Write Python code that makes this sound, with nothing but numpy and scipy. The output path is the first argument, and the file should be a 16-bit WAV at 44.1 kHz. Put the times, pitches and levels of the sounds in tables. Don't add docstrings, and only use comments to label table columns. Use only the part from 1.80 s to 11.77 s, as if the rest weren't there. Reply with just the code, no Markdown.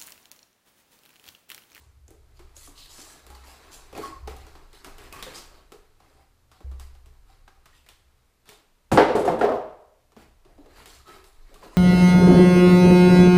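import sys
import numpy as np
from scipy import signal
from scipy.fft import rfft, irfft, next_fast_len
from scipy.io import wavfile
from scipy.ndimage import uniform_filter1d

SR = 44100
rng = np.random.default_rng(int(sys.argv[2]) if len(sys.argv) > 2 else 0)


def unload_wav(signal):
    wavfile.write(
        sys.argv[1],
        SR,
        np.round(np.clip(np.atleast_2d(signal).T, -1, 1) * 32767).astype(np.int16),
    )


def voltage_ratio(level):
    return 10 ** (np.asarray(level, float) / 20)


N = 439677

# [start t/s, hold/s, hiss level/dB, weight/dB, cell f/Hz]
PULLS = [(0, 0.0082, -62, -17, 6500), (0.283, 0.044, -74, 13, 6700), (0.55, 0.025, -65, -14, 4730),
         (0.763, 0.1, -48.5, -21, 8100), (0.965, 0.07, -47.5, -30, 3970), (1.097, 0.12, -47.5, -17, 6650),
         (1.184, 0.14, -50, -11, 6700), (1.22, 0.15, -57, -15, 1550), (1.635, 0.1, -59, 1, 6000),
         (1.655, 0.045, -53, -16, 1450), (1.79, 0.037, -70, -2, 4300), (1.924, 0.013, -43, -18, 6700),
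         (2.157, 0.025, -49.5, 15, 4800), (2.216, 0.043, -45.5, -2, 5070), (2.48, 0.02, -53, 12, 3630),
         (2.937, 0.039, -56, -7, 4440), (3.052, 0.024, -54, 12, 5830), (3.187, 0.069, -57.5, 9, 3640),
         (3.333, 0.03, -51, 3, 2100), (3.384, .012, -50.5, 0, 2600), (3.46, 0.13, -53.5, 4.5, 4150),
         (3.545, 0.014, -39, -16, 5200), (3.72, 0.073, -66, 11.5, 4100)]
SHIFTS = [(4.2, 0.22, -70.5, 8, 4300), (4.72, 0.05, -67, -9, 3640), (5, 0.03, -60, -8, 5070),
          (5.48, 0.047, -67, 0, 4200), (5.93, 0.05, -61.5, -14.5, 2610), (6.67, 0.055, -55.5, -6, 3980),
          (6.72, 0.066, -73.5, 15, 3980), (8.37, 0.0543, -61, 5.5, 3716), (8.66, 0.052, -73, 18, 3870),
          (8.77, 0.12, -73.5, 21, 4250), (8.9, 0.071, -64, 4, 4200), (8.958, 0.061, -56.5, 4.5, 3900),
          (9.07, 0.093, -52.5, -8.5, 5200), (9.267, .1, -55.5, 1.5, 4240),
          (9.45, 0.0234, -58, -18.5, 10000), (9.68, 0.17, -67, 10, 4380), (9.821, 0.041, -57, 13.5, 4630),
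          (9.92, 0.046, -60.5, 12, 6430)]
# [t/s, level/dB]
CREEP = [(0, -70), (.26, -91), (.5, -74.5), (1.1, -66), (1.5, -64), (1.9, -60), (2.45, -69.5), (2.6, -61),
         (2.9, -68.5), (3.3, -62), (3.7, -64.5), (3.84, -74.5), (4.68, -83.5), (4.78, -75), (6.1, -79),
         (6.5, -83), (8.3, -85), (9.97, -66.5)]
# [f/Hz, level/dB per Hz]
HISS = [(1180, -40.5), (2000, -8.5), (3010, -4.5), (4230, -7.5), (5680, -6.5), (7640, -5), (11900, -7.5),
        (15500, -13), (16000, -36.5)]
# [f/Hz, level/dB]
SCRAPE = [(600, -6.5), (1000, 2), (1500, -1.5), (2500, -5.5), (4000, -23)]
# [f/Hz, width/Hz, level/dB]
POCKETS = [(2660, 230, -7.5), (4200, 900, 0), (5345, 270, -7.5), (7230, 290, -8), (10930, 300, -13),
           (11600, 300, -13)]
# [f/Hz, width/Hz, level/dB]
HELD_BLOCK = [(166.7, 120, -8.5), (280.5, 28, 1.5), (337, 36, 0), (410, 57, 4), (450, 120, 0),
              (570, 126, -1), (800, 170, -7)]
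# [t/s, peak level/dB, body re peak/dB, top re peak/dB, crack f/Hz]
SNAPS = [(0.2806, -58.5, 12, 3.5, 6760), (0.3053, -64, 22.5, 14.5, 7200), (0.7667, -54.5, -38, 6.5, 6250),
         (8.3193, -53, 0.5, -11, 1040), (1.1815, -43.5, -17, -8, 4400), (1.058, -59, -20, 9.5, 6500),
         (3.239, -52, -11, 2.5, 2000), (3.587, -54.5, -20, 14, 9000), (1.4657, -47, 5, 2, 1200),
         (2.5646, -50, -15, 5, 1210), (2.93, -49.5, 3.5, -0.5, 4270), (3.0449, -35, -7, -6.5, 1420),
         (3.1824, -42.5, -5, -2.5, 2770), (3.3257, -41, -15, 5, 1080), (3.4257, -29.5, -16, -3.5, 3500),
         (5.8569, -43, -21, -11.5, 1300), (3.9196, -40.5, 5.5, -6, 1250), (4.997, -41.5, -8, -0.5, 1110),
         (5.259, -52, 0.5, -3.5, 1080), (6.063, -49, -9, -8, 1920), (6.6562, -54, -17, -6, 1200),
         (6.088, -42, -16, -3.5, 3320), (6.6902, -41, -6.5, -0.5, 2500), (9.0575, -40, -4, -2, 3450),
         (9.4412, -47.5, -4, -3, 4480), (9.7419, -48.5, 3, 1.5, 3050)]
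# [t/s, peak level/dB, body re peak/dB, top re peak/dB, body f/Hz]
TAPS = [(0.5927, -44.5, 3, -12, 362), (1.502, -43, 0, -2.5, 870), (1.551, -41, -17, -8, 860),
        (2.1277, -40.5, 7.5, -12.5, 460), (2.1505, -36.5, 3.5, -17.5, 268), (2.1763, -37, 14, -2.5, 269),
        (2.4745, -33, 2.5, -11.5, 770), (2.6669, -44.5, 5, -7, 410), (2.752, -41, -0.5, -39, 151),
        (3.4645, -41.5, 9, -12, 500), (4.202, -51, 2, -17, 770), (4.715, -45, -11, -14, 250),
        (4.805, -50, 9.5, -13.5, 182), (4.9139, -48.5, 5.5, -10, 150), (5.1502, -53.5, 0, -8, 774),
        (5.6779, -44, -5, -44, 780), (1.184, -55, 17.5, -28, 300), (0.875, -55, 14.5, 0, 285),
        (8.3648, -46.5, 11, -22, 221), (8.649, -51.5, 5.5, -33.5, 368), (8.78, -63.5, 25, -23, 293),
        (8.8588, -51.5, 10, -32.5, 473), (9.2795, -45.5, 5, -30, 348), (9.832, -46, 2, -20, 510)]
# [f/Hz, level/dB]
SLAP = [(600, -1.5), (1000, 13), (1400, 4.5), (2100, -1), (3500, -8), (5500, -15), (9000, -43.5),
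        (15000, -63)]
# [f/Hz, level/dB]
TOP = [(3500, -10.5), (6000, -12.5), (8000, -7), (12000, -11.5), (14500, -13), (16400, -14.5)]
# [t/s, level/dB,
# f/Hz, t60/s]
PANELS = [(7.116, -21, 790, 0.046), (7.117, -15.5, 235, 0.07), (7.128, -19, 316.6, 0.33),
          (7.13, -19.5, 145, 0.2), (7.146, -17.5, 512, 0.092), (7.148, -20.5, 855, 0.062),
          (7.1749, 2.5, 845, 0.01), (7.175, -16.5, 500.8, 0.37), (7.177, -14, 728, 0.096),
          (7.178, -19.5, 899, 0.25), (7.176, -21, 321, 0.27), (7.176, -19.5, 241, .15),
          (7.176, -23, 1113, .12), (7.175, -25.5, 1280, 0.076), (7.176, -25, 2040, 0.14),
          (7.196, -11.5, 498.6, 0.18), (7.21, -22.5, 647, .15), (7.25, -15.5, 564, .06),
          (7.286, -23.5, 420, 0.22), (7.303, -17.5, 493, .12), (7.351, -19.5, 397, .08),
          (7.352, -18, 468, 0.074), (7.38, -23, 690, 0.088), (7.388, -20, 388, 0.11),
          (7.392, -22.5, 535, .1), (7.409, -20.5, 417, 0.17), (7.477, -15.5, 719, 0.071),
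          (7.477, -14, 514, 0.045), (7.5, -26, 903, 0.11), (7.52, -25, 528, 0.2),
          (7.54, -29, 226, 0.23), (7.612, -18, 506, 0.12), (7.612, -18, 793, 0.088),
          (7.628, -18, 706, 0.14), (7.64, -13.5, 410, 0.14), (7.689, -18, 632, 0.11),
          (7.69, -22.5, 464, 0.17), (7.715, -24.5, 730, 0.14), (7.74, -22.5, 622, 0.12),
          (7.74, -28, 420, 0.11), (7.75, -26.5, 700, 0.12), (7.78, -28.5, 469, 0.096),
          (7.3525, -3, 427, 0.027), (7.478, -25, 1704, 0.011), (7.613, -25, 1406, 0.054),
          (7.615, -35, 1920, 0.074), (7.645, -4, 610, 0.011), (7.69, -24.5, 1276, 0.042),
          (7.72, -25, 1090, 0.047),
          (0.305, -56.5, 327, 0.22), (.593, -49, 1230, .04), (.6, -53, 414, 0.088),
                  (.77, -51.5, 570, 0.055), (0.874, -49, 1176, 0.045), (.985, -57, 1154, 0.091),
                  (1.185, -51, 1100, .03), (2.128, -42, 462, .04), (2.177, -32, 785, .05),
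                  (2.19, -34, 420, 0.14), (2.215, -38, 1330, .05), (2.285, -40.5, 325, 0.15),
                  (2.476, -35, 436, 0.095), (2.476, -38, 800, .035), (3.045, -49, 410, .1),
                  (3.389, -41.5, 1164, 0.13), (3.466, -35.5, 508, 0.066), (3.921, -43.5, 470, 0.084),
                  (3.921, -48, 1317, 0.045), (5.678, -54, 787, .12), (5.677, -55, 1170, 0.054),
                  (6.69, -53, 420, 0.13), (8.367, -51, 641, 0.078), (8.367, -60, 440, 0.077),
                  (9.3, -52, 393, 0.11), (9.361, -52, 380, 0.2), (9.43, -54.5, 385, 0.21),
                  (9.48, -57, 798, .08), (9.715, -52.5, 561, 0.17), (9.759, -48, 1140, .05),
                  (9.828, -43, 1027, 0.07), (9.842, -48, 514, .08), (9.848, -53, 383, .08),
                  (9.931, -44.5, 1024, 0.041), (9.94, -51, 370, .08), (.766, -39, 6820, 0.027),
                  (.28, -49, 6810, 0.022), (1.549, -46, 4450, .03), (2.008, -56, 4380, .02),
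                  (2.325, -41.5, 1077, 0.21), (2.425, -53, 1072, .1), (3.325, -41, 2525, 0.052),
                  (4.715, -62, 1180, 0.055), (4.859, -53, 490, .08), (4.915, -62, 1153, .15),
                  (5.93, -58, 1894, 0.086), (5.678, -47, 1570, 0.022), (9.201, -53, 1240, 0.083),
          (7.177, -25.5, 1525, 0.22), (7.177, -30, 1680, .15), (7.178, -29, 1826, .15),
        (7.19, -28.5, 2040, .2), (7.19, -28, 1362, 0.13), (7.21, -29.5, 1133, 0.16), (7.2, -32, 2200, .12),
        (7.13, -34.5, 1160, .1), (7.13, -38.5, 1200, 0.09), (7.613, -31, 1800, 0.1),
        (7.613, -31, 1650, 0.1), (7.645, -31, 1250, 0.1), (7.48, -41, 2100, 0.088),
        (3.426, -31.5, 3800, 0.023), (3.547, -44, 4900, 0.093), (2.151, -40.5, 2500, .03),
        (2.3, -40, 920, .03), (1.3, -55.5, 1700, 0.36), (1.9, -58.5, 1500, 0.154), (1.505, -56, 870, .15)]
# [t/s, length/s, f/Hz, level/dB, unsteadiness/rad per sample]
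SQUEAKS = [
    (1.503, 0.18, 843, -49, .008),
    (2.223, 0.14, 1105, -28.5, 0.0086),
    (3.325, 0.13, 1114, -40.5, .05),
    (4.379, 0.13, 785, -60, .02),
    (4.738, 0.14, 760, -60, .02),
    (5.491, 0.089, 782, -53, 0.022),
    (9.253, 0.22, 1303, -46.5, 0.046),
]
# [t/s, peak level/dB, thud, slap and top re peak/dB]
TUMBLE = [(7.1155, -7.5, -1, -14, -16), (7.1208, -30, -21.5, -20, 0), (7.174, -0.5, -29.5, -5.5, -40),
          (7.199, -12, -19, -27.5, -48.5), (7.284, -11.5, -43.5, -10.5, -52), (7.352, -9.5, -7, -16.5, -23),
          (7.392, -16, -18.5, -25, -19.5), (7.449, -12.5, -17.5, -20, -21.5), (7.477, -8, -8.5, -15.5, -44),
          (7.519, -14.5, -16, -37, -45.5), (7.589, -15, -15, -25.5, -26), (7.611, -8.5, -25, -11, -33.5),
          (7.644, -10, -15, -19, -53), (7.69, -12, -46, -30, -49.5), (7.719, -20, -33.5, -14, -43),
          (7.749, -22, -9.5, -39, -57.5)]
# [f/Hz, width/Hz, level/dB]
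FREE_BLOCK = [(234, 19, -3), (326, 65, -7), (410, 28, -2), (508, 43, -3), (622, 91, -7.5), (706, 59, -4),
              (940, 140, -9), (1113, 182, -10.5)]
# [f/Hz, width/Hz, level/dB]
THUD = [(102, 150, 0.5), (212, 133, 6)]
# [t/s, level/dB, push length/s]
PUSHES = [(0.331, -71, 0.014), (0.61, -55, .02), (0.885, -55, 0.017), (1.499, -40.5, 0.0083),
          (1.42, -46, 0.036), (1.579, -44, 0.012), (2.043, -49.5, 0.0037), (2.18, -63, 0.013),
          (2.397, -29.5, 0.022), (4.844, -26, 0.0086), (7.107, -37, .015), (8.373, -53.5, .005)]
# [f/Hz, level/dB, t60/s]
TABLE_MODES = [(65.37, -2, 0.94), (91.5, -12.5, 0.16), (48.3, -8, 0.26)]
# [t/s, hum level/dB]
LEAN = [(0, -57), (.8, -58.5), (1.7, -69), (2.35, -51), (2.6, -50), (2.92, -72), (3.16, -54.5), (3.5, -58),
        (3.85, -68.5), (4.8, -62), (5.02, -57.5), (6.4, -69), (6.95, -83), (7.27, -51), (7.7, -55),
        (8.1, -73.5), (9.11, -60.5), (9.97, -72)]
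# [f/Hz, level/dB per Hz]
RUMBLE = [(30, -37.5), (48, -9.5), (65, 9), (90, -5), (125, -5), (170, -35), (260, -55.5)]
# [t/s, spread/s, level/dB]
SHOVES = [
    (.77, 0.34, -54),
    (1.8, 0.27, -64),
    (2.6, 0.54, -52),
    (3.55, 0.36, -51),
    (5, 0.13, -48.5),
    (5.4, 0.31, -56),
    (7.171, .1, -64.5),
    (8.85, 0.21, -57.5),
    (9.7, 0.34, -53),
]
# [f/Hz, level/dB per Hz]
SWAY = [(10, -19.5), (18, -3.5), (28, -7), (38, -8), (48, -22.5), (60, -63.5)]
# [f/Hz, level/dB per Hz]
QUIET = [(12, -32.5), (20, -1), (70, -15), (130, -14.5), (177, -10), (357, -13), (660, -15.5), (738, -19),
         (976, -17), (1860, -20.5), (12800, -27.5), (14700, -29.5), (16000, -52.5)]
# [f/Hz, t60/s]
WALLS = [(100, 0.6), (250, 0.43), (400, 0.59), (600, 0.68), (1000, 0.69), (2000, 0.66), (5000, 0.61),
         (12000, 0.43)]


def rubbing():
    grain_db = 3 * rng.standard_normal((3, N // 24 + 1))
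    grains = rng.standard_normal((3, N)) * voltage_ratio(grain_db.repeat(24, axis=1)[:, :N])
    grains[2] = filtered(grains[2], hollow(HELD_BLOCK))
    hz, t, z = signal.stft([unit(g) for g in grains], SR, nperseg=512)

    contacts = [(voltage_ratio(db) * stroke(t, s, hold), weight, cell)
                for s, hold, db, weight, cell in PULLS + SHIFTS]
    contacts += [(voltage_ratio(curves(CREEP, t)[0]), 4.5, 4300)]
    hiss_power, scrape_power, body_power = 0, 0, 0
    for gain, weight, cell in contacts:
        scrape_db = min(4.5 + 0.86 * weight, 6.5)
        hiss_power = hiss_power + np.outer(cells(hz, cell) ** 2, gain ** 2)
        scrape_power = scrape_power + (gain * voltage_ratio(scrape_db)) ** 2
        body_power = body_power + (gain * voltage_ratio(weight)) ** 2

    hiss_colour = unit(shade(HISS)(hz) * (1 + 1.35 * np.abs(hollow(POCKETS)(hz))))[:, None]
    scrape_colour = unit(shade(SCRAPE)(hz))[:, None]
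    mix = hiss_colour * np.sqrt(hiss_power) * z[0]
    mix = mix + np.sqrt(scrape_power) * scrape_colour * z[1]
    mix = mix + voltage_ratio(-1.0) * np.sqrt(body_power) * z[2]

    patches = uniform_filter1d(rng.standard_normal(z.shape[1:]), size=4, axis=0)
    patches = uniform_filter1d(patches, size=5, axis=1)
    uneven_db = 2.2 * unit(patches)
    direct = signal.istft(mix * voltage_ratio(uneven_db - 5.0), SR, nperseg=512)[1][:N]
    return room(direct, wet_db=-6)[:N]


def stroke(t, s, hold):
    grab_s, let_go_db_per_s = 0.035, 185
    bite = np.clip((t - s) / grab_s + 0.5, 0, 1)
    return bite * voltage_ratio(-let_go_db_per_s * np.maximum(t - s - hold, 0))


def cells(hz, cell_hz):
    streaks = unit(uniform_filter1d(rng.standard_normal(len(hz)), size=2))
    region = np.exp(-(np.log((hz + 1) / cell_hz) / 0.45) ** 2)
    lift = voltage_ratio(7.15 * region + 1.7 * streaks)
    return lift / np.sqrt(np.mean(lift[hz > 2500] ** 2))


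def ticks():
    out = np.zeros(N)
    snap_body_hz, tap_crack_hz = 420, 1150
    slips = [(*row, snap_body_hz) for row in SNAPS]
    slips += [(*row[:-1], tap_crack_hz, row[-1]) for row in TAPS]
    for s, db, body_db, top_db, hz, body_hz in slips:
        pitched = lambda f: shade(SLAP)(f) ** 0.29 * favour(f, hz, sharp=4, base=0.6)
        region = lambda f: hollow(HELD_BLOCK)(f) * favour(f, body_hz, sharp=8, base=0.3)
        crack = burst(pitched, t60=0.041, rise=0.000067)
        knock = burst(region, t60=0.017, rise=0.0009)[1]
        top = burst(shade(TOP), t60=0.0073, rise=0.0001)
        hit = with_click(crack, 0.35) + voltage_ratio(body_db) * knock + voltage_ratio(top_db) * with_click(top, 0.62)
        add(out, s, voltage_ratio(db - 7.5) * room(hit[0], wet_db=0.5, spread=hit[1]))
    return out


def panels():
    direct, t = np.zeros(N), np.arange(SR // 4) / SR
    for s, db, hz, t60 in PANELS:
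        waver = 0.032 * hz / 1000 * np.cumsum(rng.standard_normal(len(t)))
        swell = 1 - np.exp(-t * hz / 0.38)
        add(direct, s, voltage_ratio(db - 60 * t / t60) * swell * np.sin(2 * np.pi * hz * t + waver))
    return voltage_ratio(1.5) * room(direct, wet_db=-6)[:N]


def squeaks():
    out = np.zeros(N)
    for s, length, hz, db, unsteady in SQUEAKS:
        u = np.arange(round(length * SR)) / (length * SR)
        drift = np.cumsum(rng.standard_normal(len(u))) * unsteady
        phase = 2 * np.pi * hz * (u - 0.012 * u ** 2) * length + drift
        tone = np.sin(phase) + 0.03 * np.sin(2 * phase)
        envelope = np.minimum(u / 0.12, 1) * (1 - u) * voltage_ratio(-17 * u)
        add(out, s, voltage_ratio(db) * room(tone * envelope, wet_db=-8))
    return out


def tumble():
    out = np.zeros(N)
    push_top_hz = 3500
    landing_top_hz = 12500
    for s, db, thud_db, slap_db, top_db in TUMBLE:
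        hz = 440 + 200 * (s - TUMBLE[0][0])
        region = lambda f: hollow(FREE_BLOCK)(f) * favour(f, hz, sharp=1.1, base=0.73)
        softened = lambda f: region(f) / (1 + 1j * f / push_top_hz) ** 2
        dulled = lambda f: shade(TOP)(f) / (1 + (f / landing_top_hz) ** 6)
        hit = burst(softened, t60=0.006, rise=0.00028)[[1, 1]]
        hit = hit + voltage_ratio(thud_db) * burst(hollow(THUD), t60=0.063, rise=0.004)
        hit = hit + voltage_ratio(slap_db) * with_click(burst(shade(SLAP), t60=0.02, rise=0.0002), 1)
        hit = hit + voltage_ratio(top_db) * burst(dulled, t60=0.045, rise=0.0012)
        add(out, s, voltage_ratio(db - 12.0) * room(hit[0], wet_db=8.5, spread=hit[1]))
    return out


def table():
    out, t, now = np.zeros(N), np.arange(SR) / SR, np.arange(N) / SR
    for s, db, push in PUSHES:
        ring = sum(voltage_ratio(level - 60 * t / t60) * np.sin(2 * np.pi * hz * t)
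                   for hz, level, t60 in TABLE_MODES)
        add(out, s, voltage_ratio(db) * ring * (1 - np.exp(-t / push)))
    lean_gain = voltage_ratio(curves(LEAN, now)[0])
    sway_gain = voltage_ratio(-66)
    for s, spread, db in SHOVES:
        sway_gain = sway_gain + voltage_ratio(db) * np.exp(-((now - s) / spread) ** 2)
    hum = unit(filtered(rng.standard_normal(N), shade(RUMBLE)))
    sway = unit(filtered(rng.standard_normal(N), shade(SWAY)))
    return out + lean_gain * hum + sway_gain * sway


def quiet():
    air = unit(filtered(rng.standard_normal(N), shade(QUIET)))
    hum = unit(filtered(rng.standard_normal(N), lambda f: 1 / (1 + ((f - 120) / 6) ** 2)))
    return voltage_ratio(-71) * air + voltage_ratio(-77.5) * hum


def room(direct, wet_db, spread=None):
    hz, t, z = signal.stft(rng.standard_normal(SR * 2 // 3), SR, nperseg=512)
    decay = voltage_ratio(-60 * t / along(WALLS, hz)[:, None]) + voltage_ratio(-3.0 - 60 * t / 0.22)
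    tail = signal.istft(z * decay, SR, nperseg=512)[1]
    tail = np.pad(tail / np.linalg.norm(tail), (90, 0))
    wet = signal.fftconvolve(direct if spread is None else spread, tail)
    return np.pad(direct, (0, len(tail) - 1)) + voltage_ratio(wet_db) * wet


def burst(response, t60, rise):
    t = np.arange(SR // 12) / SR
    puff = rng.standard_normal(len(t)) * voltage_ratio(-60 * t / max(t60, 0.0005)) * (1 - np.exp(-t / rise))
    pair = np.pad([puff, t == 0], ((0, 0), (64, 0)))
    pair = filtered(pair, response, pad=1024)[:, 32:]
    return pair / np.linalg.norm(pair, axis=1, keepdims=True) * np.sqrt(SR / 250)


def with_click(pair, share):
    return pair + share * pair[1] * [[1], [0]]


def hollow(modes):
    return lambda f: sum((-1) ** k * voltage_ratio(db) * 1j * f * width / (hz * hz - f * f + 1j * f * width)
                         for k, (hz, width, db) in enumerate(modes))


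def favour(f, hz, sharp, base):
    damping = 1j * f * hz / sharp
    return base + damping / (hz * hz - f * f + damping)


def filtered(x, response, pad=8192):
    n = np.shape(x)[-1]
    m = next_fast_len(n + pad)
    return irfft(rfft(x, m) * response(np.fft.rfftfreq(m, 1 / SR)), m)[..., :n]


def shade(points):
    return lambda f: voltage_ratio(along(points, f))


def along(points, hz):
    f, v = np.transpose(points)
    return np.interp(np.log(hz + 1), np.log(f + 1), v, left=v[0], right=v[-1])


def curves(rows, t):
    s, *cols = np.transpose(rows)
    return [np.interp(t, s, c) for c in cols]


def unit(x):
    return x / np.sqrt(np.mean(np.abs(x) ** 2) + 1e-20)


def add(track, s, x):
    part = track[round(s * SR):][:len(x)]
    part += x[:len(part)]


def scene():
    return (rubbing() + ticks() + panels() + squeaks() + tumble() + table() + quiet())[None]


def top_cut(x):
    return signal.sosfilt(signal.butter(12, 16460, fs=SR, output="sos"), x)


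def record(dry):
    top_hz, leak_db, leak_db_per_khz = 15330, -26, 12
    edge = lambda hz: voltage_ratio((hz > top_hz) * (leak_db - leak_db_per_khz * (hz - top_hz) / 1000))
    mix = filtered(dry[0], edge)[None]
    return top_cut(mix)


dry = scene()
out = record(dry)
unload_wav(out)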